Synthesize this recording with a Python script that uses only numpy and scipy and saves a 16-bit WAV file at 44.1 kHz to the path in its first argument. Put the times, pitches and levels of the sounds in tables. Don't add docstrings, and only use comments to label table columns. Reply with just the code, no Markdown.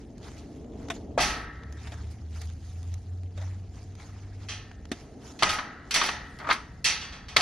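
import sys
import numpy as np
from scipy import signal
from scipy.fft import rfft, irfft, next_fast_len
from scipy.io import wavfile
from scipy.ndimage import uniform_filter1d, map_coordinates

SR = 44100
rng = np.random.default_rng(int(sys.argv[2]) if len(sys.argv) > 2 else 0)


def dump_mix(stems):
    frames = np.atleast_2d(stems).T
    limited = np.clip(frames, -1, 1)
    pcm = np.round(limited * 32767).astype(np.int16)
    wavfile.write(sys.argv[1], SR, pcm)


N = 326869

# frequency in Hz, likeness from 0 to 1.
PORT_LIKENESS = [(100, .99), (300, .96), (800, .78), (1800, .76), (2600, .9), (3600, .86), (5000, .54),
                 (8000, .1)]
# frequency in Hz, left minus right in dB.
PORT_LEAN = [(200, 0), (800, 1.6), (1800, 1.7), (3200, 0), (5000, -4.5), (9000, -3), (14000, -2)]
# frequency in Hz, phase lead in radians.
PORT_LEAD = [(200, 0), (800, -.15), (1800, -.33), (3200, .1), (5000, .5), (9000, 1.5)]
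# frequency in Hz, relative strength in dB per Hz.
LEAF_COLOUR = [(470, -14), (800, -0.5), (1070, -6), (1280, -3.5), (1460, -6), (2040, -5), (2500, -8.5),
               (4670, -9), (6780, -8), (8020, -20), (9610, -16.5), (14100, -36)]


def amp(db):
    return 10 ** (np.asarray(db) / 20)


def unit(x):
    return x / np.sqrt(np.mean(x ** 2) + 1e-20)


def along(points, hz):
    f, v = np.transpose(points)
    return np.interp(np.log(hz + 1), np.log(f + 1), v)


def curve(rows):
    return np.interp(np.arange(N) / SR, *np.transpose(rows))


def wobble(rate):
    knots = rng.standard_normal(int(N * rate / SR) + 4)
    return map_coordinates(knots, [np.arange(N) * rate / SR], order=2)


def filtered(x, response):
    n = x.shape[-1]
    m = next_fast_len(n + 2048, True)
    return irfft(rfft(x, m) * response(np.fft.rfftfreq(m, 1 / SR)), m)[..., :n]


def port_place(hz, extra_lead=0):
    half = np.array([[.5], [-.5]])
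    return amp(half * along(PORT_LEAN, hz)) * np.exp(1j * half * (along(PORT_LEAD, hz) + extra_lead))


def ports(pair, spectrum, tilt_db=0):
    def colour(hz):
        turn = np.arccos(np.clip(along(PORT_LIKENESS, hz), 0, 1)) / 2
        tilt = tilt_db * np.log2(np.maximum(hz, 1200) / 2200)
        return amp(along(spectrum, hz) + tilt) * [np.cos(turn), np.sin(turn)]
    mid, side = filtered(pair, colour)
    return unit(filtered(np.array([mid + side, mid - side]), port_place))


def noise(spectrum, size, tilt_db=0):
    return ports(rng.standard_normal((2, size)), spectrum, tilt_db)


def dying(t, t60, attack):
    return amp(-60 * t / max(t60, 1e-3)) * (1 - np.exp(-t / attack))


def add(track, s, sound):
    start = round(s * SR)
    sound = sound[..., max(-start, 0):]
    part = track[..., max(start, 0):][..., :sound.shape[-1]]
    part += sound[..., :part.shape[-1]]


def during(start, end, fade):
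    t = np.arange(N) / SR
    outside = np.maximum(start - t, 0) + np.maximum(t - end, 0)
    return np.exp(-outside / fade)


def patchy(x, depth_db):
    z = signal.stft(x, nperseg=256)[2]
    field = rng.standard_normal(z.shape[1:])
    field = uniform_filter1d(field, size=5, axis=0)
    field = uniform_filter1d(field, size=8, axis=1)
    return signal.istft(z * amp(depth_db * unit(field)), nperseg=256)[1][:, :N]


def distance():
    # frequency in Hz, relative strength in dB per Hz.
    rumble_colour = [(12, -25.5), (20, -16.5), (59, 0.5), (79, 1.5), (97, -6), (135, -8), (146, -8),
                     (173, -10.5), (200, -10.5), (260, -23.5), (440, -120)]
    road_colour = [(76, -44), (130, 0), (177, -15), (214, -1.5), (280, 0), (377, -7.5), (442, -4),
                   (508, -13.5), (671, -13), (1400, -40.5), (1820, -68), (3080, -120)]
    air_colour = [(290, -42), (500, -20), (739, -2.5), (1090, -38), (1660, -21), (2490, -41), (7020, -35),
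                  (14100, -68)]
    # time in seconds, level in dB.
    rumble_level = [(0, -46.5), (1.3, -45), (4.4, -46.5), (5.6, -50.5), (6.6, -46)]
    road_level = [(0, -48.5), (.35, -47.5), (.85, -42), (1.19, -43), (1.55, -51.5), (2.6, -56.5),
                  (4.8, -53.5), (5.15, -47.5), (7.41, -57.5)]
    rumble = amp(curve(rumble_level)) * noise(rumble_colour, N) * amp(0.65 * wobble(5))
    road = amp(curve(road_level)) * noise(road_colour, N)
    return rumble + road + amp(-67.5) * noise(air_colour, N)


def drone(hz, db):
    waver_db = 2 * wobble(4.7)
    phase = 2 * np.pi * np.cumsum(hz) / SR
    return np.sqrt(2) * amp(db + waver_db) * np.sin(phase)


def engine():
    # time in seconds, pitch in Hz.
    engine_pitch = [(1.55, 71.5), (2.3, 78.5), (3.1, 89), (3.8, 95.3), (4.8, 98.5)]
    # time in seconds, level in dB.
    engine_level = [(1.5, -72), (1.7, -42), (1.95, -38), (3.5, -33.5), (4.05, -44), (4.5, -41),
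                    (4.9, -56.5)]
    # time in seconds, depth in dB.
    engine_dips = [(2.199, -11), (2.58, -14), (3.03, -21), (3.33, -7.5), (3.73, -7), (4.04, -17)]
    dip_s = 0.038
    t = np.arange(N) / SR
    dips_db = sum(db * np.exp(-((t - s) / dip_s) ** 2) for s, db in engine_dips)
    rising = drone(curve(engine_pitch), curve(engine_level) + dips_db)
    rising = rising * during(engine_level[0][0], engine_level[-1][0], fade=0.13)
    hum_hz = 106.3 + 1.26 * wobble(3.84)
    hum = drone(hum_hz, db=-47) * during(start=1.75, end=2.8, fade=0.29)
    return rising + hum


def crackle(size, tilt_db):
    happens = rng.random(size) < .05
    grains = rng.standard_normal((2, size)) * happens * rng.exponential(1, size)
    hiss = 1.6 * rng.standard_normal((2, size))
    return ports(patchy(unit(grains) + hiss, depth_db=3.5)[:, :size], LEAF_COLOUR, tilt_db)


def leaves():
    # strongest moment in seconds, level in dB,
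    # length in seconds, brightness in dB/octave.
    strokes = [(.01, -59, 0.027, -2), (.27, -49, 0.086, -1), (0.391, -54.5, 0.055, 0.5),
               (0.551, -65.5, 0.13, 2), (0.828, -56, 0.12, -2), (0.947, -49.5, 0.033, 0),
               (1.882, -50.5, 0.19, -1), (2.115, -56.5, 0.023, 5.5), (2.397, -52.5, .14, 1),
               (2.703, -57.5, 0.15, 1.5), (2.891, -59.5, 0.13, 1), (3.425, -50.5, 0.1, -1.5),
               (3.783, -56.5, 0.11, -0.5), (4.026, -50, 0.079, -1.5), (4.22, -59.5, 0.33, -3),
               (4.44, -55.5, 0.088, -2), (5.006, -56, 0.11, -0.5), (5.277, -50.5, 0.11, 0),
               (5.888, -55, 0.05, -3.5), (6.332, -64, 0.36, 4)]
    # start in seconds, level in dB, brightness in dB/octave.
    snaps = [(0.18, -44.5, 1.5), (.284, -37.5, -6), (0.644, -47, -6), (.735, -50, -4), (0.885, -31.5, -3),
             (1.634, -36.5, -5), (1.724, -40, 2), (2.416, -35.5, 9), (2.829, -42.5, 2), (2.940, -36, 4),
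             (3.376, -44, 1), (3.841, -54, 5), (3.952, -42, 1), (4.714, -36, -6), (4.853, -37, -3),
             (5.265, -45, 4)]
    rise = 0.55
    out = amp(-66.5) * crackle(N, 0)
    t = np.arange(-SR // 4, SR // 2) / SR
    for s, db, length, tilt_db in strokes:
        u = t / max(length, .01)
        push = np.exp(-(np.minimum(u, 0) / rise) ** 2 - np.maximum(u, 0))
        push = push * signal.windows.tukey(len(t), .2)
        add(out, s + t[0], amp(db) * push * crackle(len(t), tilt_db))
    out = out * amp(0.7 * wobble(60))
    t = np.arange(SR // 10) / SR
    for s, db, tilt_db in snaps:
        snap = noise(LEAF_COLOUR, len(t), tilt_db) * dying(t, t60=0.017, attack=0.0011)
        add(out, s, amp(db) * snap)
    return out


def wood():
    # start in seconds, thump level in dB, thump pitch in Hz,
    # thump time to fall 60 dB in seconds, crack level in dB.
    knocks = [(0.901, -26, 1065, 0.034, -24.5), (1.177, -8.5, 654, 0.034, -28.5),
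              (1.187, -18.5, 700, 0.05, -38), (1.203, -21.5, 710, 0.12, -47),
              (1.871, -47.5, 756, 0.18, -41), (1.920, -40.5, 694, 0.089, -40.5),
              (2.414, -59, 715, .074, -42.5), (3.376, -45.5, 596, 0.17, -45.5),
              (3.415, -48, 646, 0.14, -52), (4.916, -21, 273, 0.051, -29), (5.424, -24, 668, 0.077, -21),
              (6.489, -20.5, 663, 0.044, -34), (7.368, -24.5, 717, 0.04, -42)]
    # frequency in Hz, relative strength in dB per Hz.
    crack_colour = [(240, -37), (400, -3), (539, -22), (664, 5.5), (818, -9.5), (1040, -13), (1700, -5),
                    (3270, -12.5), (3740, -4.5), (4030, -28), (5850, -16), (9870, -26), (14100, -45)]
    out, t = np.zeros((2, N)), np.arange(SR // 5) / SR
    for s, thump_db, hz, t60, crack_db in knocks:
        turn = 2 * np.pi * hz * t
        thump = np.sin(turn) + .5 * np.sin(1.25 * turn) + 0.61 * np.sin(0.87 * turn)
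        thump = thump * dying(t, t60, attack=0.0014)
        crack = noise(crack_colour, len(t)) * dying(t, t60=0.071, attack=0.00036)
        add(out, s, amp(thump_db) * thump + amp(crack_db) * crack)
    return out


def notes():
    # start in seconds, pitch in Hz, level in dB, time to fall 60 dB in seconds.
    long_notes = [(1.179, 55, -39, 2.2), (1.203, 1890, -40.5, 1.3), (1.203, 1800, -45, 1.4),
                  (4.487, 3165, -34.5, 0.25), (4.487, 1808, -49.5, 1.03), (5.431, 1254, -27, .6),
                  (5.531, 1274, -32, 0.38)]
    out, t = np.zeros((2, N)), np.arange(3 * SR // 2) / SR
    for s, hz, db, t60 in long_notes:
        add(out, s, amp(db) * np.sin(2 * np.pi * hz * t) * dying(t, t60, attack=0.007))
    return out


def chatter(length, tilt_db):
    t = np.arange(SR // 5) / SR
    burst = rng.standard_normal(len(t)) ** 3 * np.exp(-(t / length) ** 2)
    burst = burst / np.linalg.norm(burst)
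    return filtered(burst, lambda hz: amp(tilt_db * np.log2(np.clip(hz, 800, 6000) / 2200)))


def thicket(colour, decay):
    hz, t, z = signal.stft(noise(colour, 3 * SR // 2), SR, nperseg=256)
    fall = amp(-60 * t / along(decay, hz)[:, None])
    return signal.istft(z * fall, SR, nperseg=256)[1]


def ringing(modes, count, attack, scatter_db):
    hz, db, t60 = np.transpose(modes)
    t = np.arange(SR) / SR
    waves = np.exp(2j * np.pi * hz[:, None] * t) * amp(-60 * t / t60[:, None]) * (1 - np.exp(-t / attack))
    chance = rng.standard_normal((count, 2, len(hz)))
    strength = amp(db + scatter_db * chance[:, 0]) / np.linalg.norm(amp(db))
    strength = strength * np.exp(2j * np.pi * chance[:, 1])
    spread = rng.choice([-1, 1], len(hz)) * np.arccos(np.clip(along(PORT_LIKENESS, hz), 0, 1))
    place = port_place(hz, spread)
    return np.sqrt(2) * ((strength[:, None] * place) @ waves).real


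def ripple():
    return rng.standard_normal(size=500) * np.linspace(.8, 8, num=500)


def steely(x, fine, plate_db):
    # frequency in Hz, width in Hz,
    # height in dB (rescaled below so that the first row gets plate_db).
    plate = [(930, 27, 8.5), (1236, 210, 8), (2100, 100, 6), (2440, 290, 1.5), (3230, 250, 8),
             (3740, 580, 5.5), (4480, 250, 9.5), (6030, 380, 8.5), (7150, 210, -2)]

    def response(hz):
        peaks = sum(db / (1 + (2 * (hz - centre) / width) ** 2) for centre, width, db in plate)
        fine_db = np.interp(hz, np.linspace(0, SR / 2, len(fine)), fine)
        return amp(plate_db * peaks / plate[0][2] + fine_db)
    coloured = filtered(x, response)
    return coloured * np.linalg.norm(x) / np.linalg.norm(coloured)


def gate():
    # start in seconds, clack level in dB, brightness in dB/octave,
    # clack time to fall 60 dB in seconds, frame ring level in dB, mesh shiver level in dB.
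    blows = [ (1.179, -27, -16.5, 0.22, -35, -25.5), (1.203, -28.5, 5, 0.44, -31, -26.5),
             (1.279, -39, -6, 0.055, -39.5, -34), (4.486, -36, -0.5, 0.068, -48, -37),
             (4.917, -28.5, 0.5, 0.029, -60, -55), (5.39, -40.5, 1, .09, -48, -41),
             (5.424, -13.5, -8, 0.083, -27.5, -46), (5.432, -9, -1.5, 0.03, -43, -27),
             (5.491, -26.5, 1, 0.21, -43.5, -33), (5.530, -38, 12, 0.13, -41.5, -43),
             (5.586, -23, -10.5, 0.073, -53, -52), (5.909, -25.5, 2, .11, -50, -32),
             (5.941, -20, 4.5, 0.15, -35.5, -23), (5.960, -18.5, -5.5, 0.067, -37.5, -39),
             (6.013, -19.5, -6, 0.18, -35.5, -40), (6.034, -28, 3.5, 0.15, -41.5, -34.5),
             (6.060, -36.5, 8.5, 0.16, -44, -38), (6.088, -19, -7, 0.05, -46, -42.5),
             (6.388, -45, 2.5, 0.06, -40.5, -62), (6.400, -39, -9, 0.13, -46, -60),
             (6.444, -36, -15, 0.15, -47, -62), (6.468, -30, -20, 0.15, -53, -42),
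             (6.490, -22, -14, 0.27, -56, -55), (6.501, -22.5, -5, 0.16, -65, -51),
             (6.510, -14, -8.5, 0.079, -52, -56), (6.526, -27, 2.5, 0.095, -61, -45),
             (6.843, -30, 9, 0.17, -36, -23), (7.012, -39, -3, 0.091, -49, -41),
             (7.121, -51, -13, .12, -51.5, -45.5), (7.284, -39.5, -1.5, .1, -48.5, -46.5),
             (7.364, -11, -4.5, 0.033, -29, -30), (7.366, -9, 0, 0.048, -32, -28),
             (7.408, -15.5, -0.5, .05, -32, -36)]
    # frequency in Hz, relative level in dB, time to fall 60 dB in seconds.
    frame_modes = [(645, -6, .4), (726, -1, .6), (831, 1, .6), (866, 1, .5), (1082, -3, .5), (1119, -4, .6),
                   (1141, -5, .9), (1259, -1, .55), (1284, 3, .7), (1314, -3, 1.2), (1384, -3, .7),
                   (1464, -6, .8), (1590, -6, .9), (1658, -6, 1.3), (1808, -5, 1), (1860, -3, 1),
                   (1902, -7, .9), (1981, -10, 1.2), (4726, -12, .7)]
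    bolt_modes = [(1690, -11, .5), (1808, -6, .6), (1900, -7, .5), (2121, -8, .35), (2472, -2, .4),
                  (2681, 0, .45), (2860, -11, .7), (3045, -2, .25), (3154, -3, .25), (3220, -2, .35),
                  (3353, -6, .35), (3407, -8, .6), (3708, -7, .35), (3914, -8, .55), (4005, -7, .5),
                  (4081, -4, .3), (4380, -1, .4), (4521, -5, .55), (4575, -4, .45), (4958, -8, .35),
                  (5330, -9, .35), (5458, -7, .35), (5770, -4, .35), (5822, -2, .48), (6067, -4, .3),
                  (6160, -7, .45), (6945, -5, .2), (7778, -16, .22), (9679, -17, .2)]
    # frequency in Hz, relative strength in dB per Hz.
    clack_colour = [(100, -48), (250, -4.5), (430, -16), (750, -8.5), (1300, 1), (2100, 4.5), (3200, -1),
                    (4600, 1), (6200, -6.5), (7600, -12.5), (10500, -13), (14500, -37)]
    frame_colour = [(120, 3), (260, 1.5), (430, -3.5), (700, 1.5), (1300, -5.5), (1950, -1), (2300, -12),
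                    (5000, -31), (9000, -35)]
    mesh_colour = [(600, -6.5), (1500, -4), (2000, 3), (3100, 1), (3600, 0.5), (4400, -0.5), (6100, 0.5),
                   (7400, -10), (10000, -13.5), (12500, -39.5), (14500, -39)]
    # frequency in Hz, time to fall 60 dB in seconds.
    frame_decay = [(200, 0.54), (700, 0.71), (1200, 1.17), (1900, 1.28), (2400, 1.02), (4500, 1.83),
                   (9000, 0.27)]
    mesh_decay = [(1500, 0.59), (3000, 0.46), (6000, 0.39), (8000, 0.24), (14000, 0.49)]
    # start in seconds, end in seconds.
    bolt_free_spans = [(4.4, 5.41), (6.8, 7.3)]
    bolt_free_db, bolt_held_db = 0.5, -7.5
    out, on_frame, on_mesh = np.zeros((2, N)), np.zeros((1, N)), np.zeros((1, N))
    t = np.arange(SR // 4) / SR
    tubes = ringing(frame_modes, count=len(blows), attack=0.024, scatter_db=-0.5)
    bolts = ringing(bolt_modes, count=len(blows), attack=0.0035, scatter_db=-2.0)
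    for (s, clack_db, tilt_db, t60, frame_db, mesh_db), tube, bolt in zip(blows, tubes, bolts):
        bumps = np.interp(t, np.linspace(0, t[-1], num=120), rng.standard_normal(size=120))
        flutter = unit(amp(1.84 * bumps))
        strike = 0.55 * dying(t, t60=0.0033, attack=0.00018)
        force = flutter * dying(t, t60, attack=0.00065) + strike
        clack = steely(noise(clack_colour, len(t), tilt_db), ripple(), plate_db=6.5) * force
        free = any(start < s < end for start, end in bolt_free_spans)
        bolt_db = mesh_db + (bolt_free_db if free else bolt_held_db)
        add(out, s, amp(clack_db) * clack)
        add(out, s, amp(frame_db) * tube + amp(bolt_db) * bolt)
        add(on_frame, s, amp(frame_db) * chatter(length=0.022, tilt_db=0.18 * tilt_db))
        add(on_mesh, s, amp(mesh_db) * chatter(length=0.028, tilt_db=0.31 * tilt_db))
    frame = signal.fftconvolve(on_frame, thicket(frame_colour, frame_decay), axes=1)
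    mesh_answer = steely(thicket(mesh_colour, mesh_decay), ripple(), plate_db=2.5)
    mesh = signal.fftconvolve(on_mesh, mesh_answer, axes=1)
    return out + amp(-3.5) * frame[:, :N] + mesh[:, :N]


def scene():
    return distance() + engine() + leaves() + wood() + notes() + gate()


def record(dry):
    return filtered(dry, lambda hz: 1 / np.sqrt(1 + (hz / 14500) ** 80))


dry = scene()
out = record(dry)
dump_mix(out)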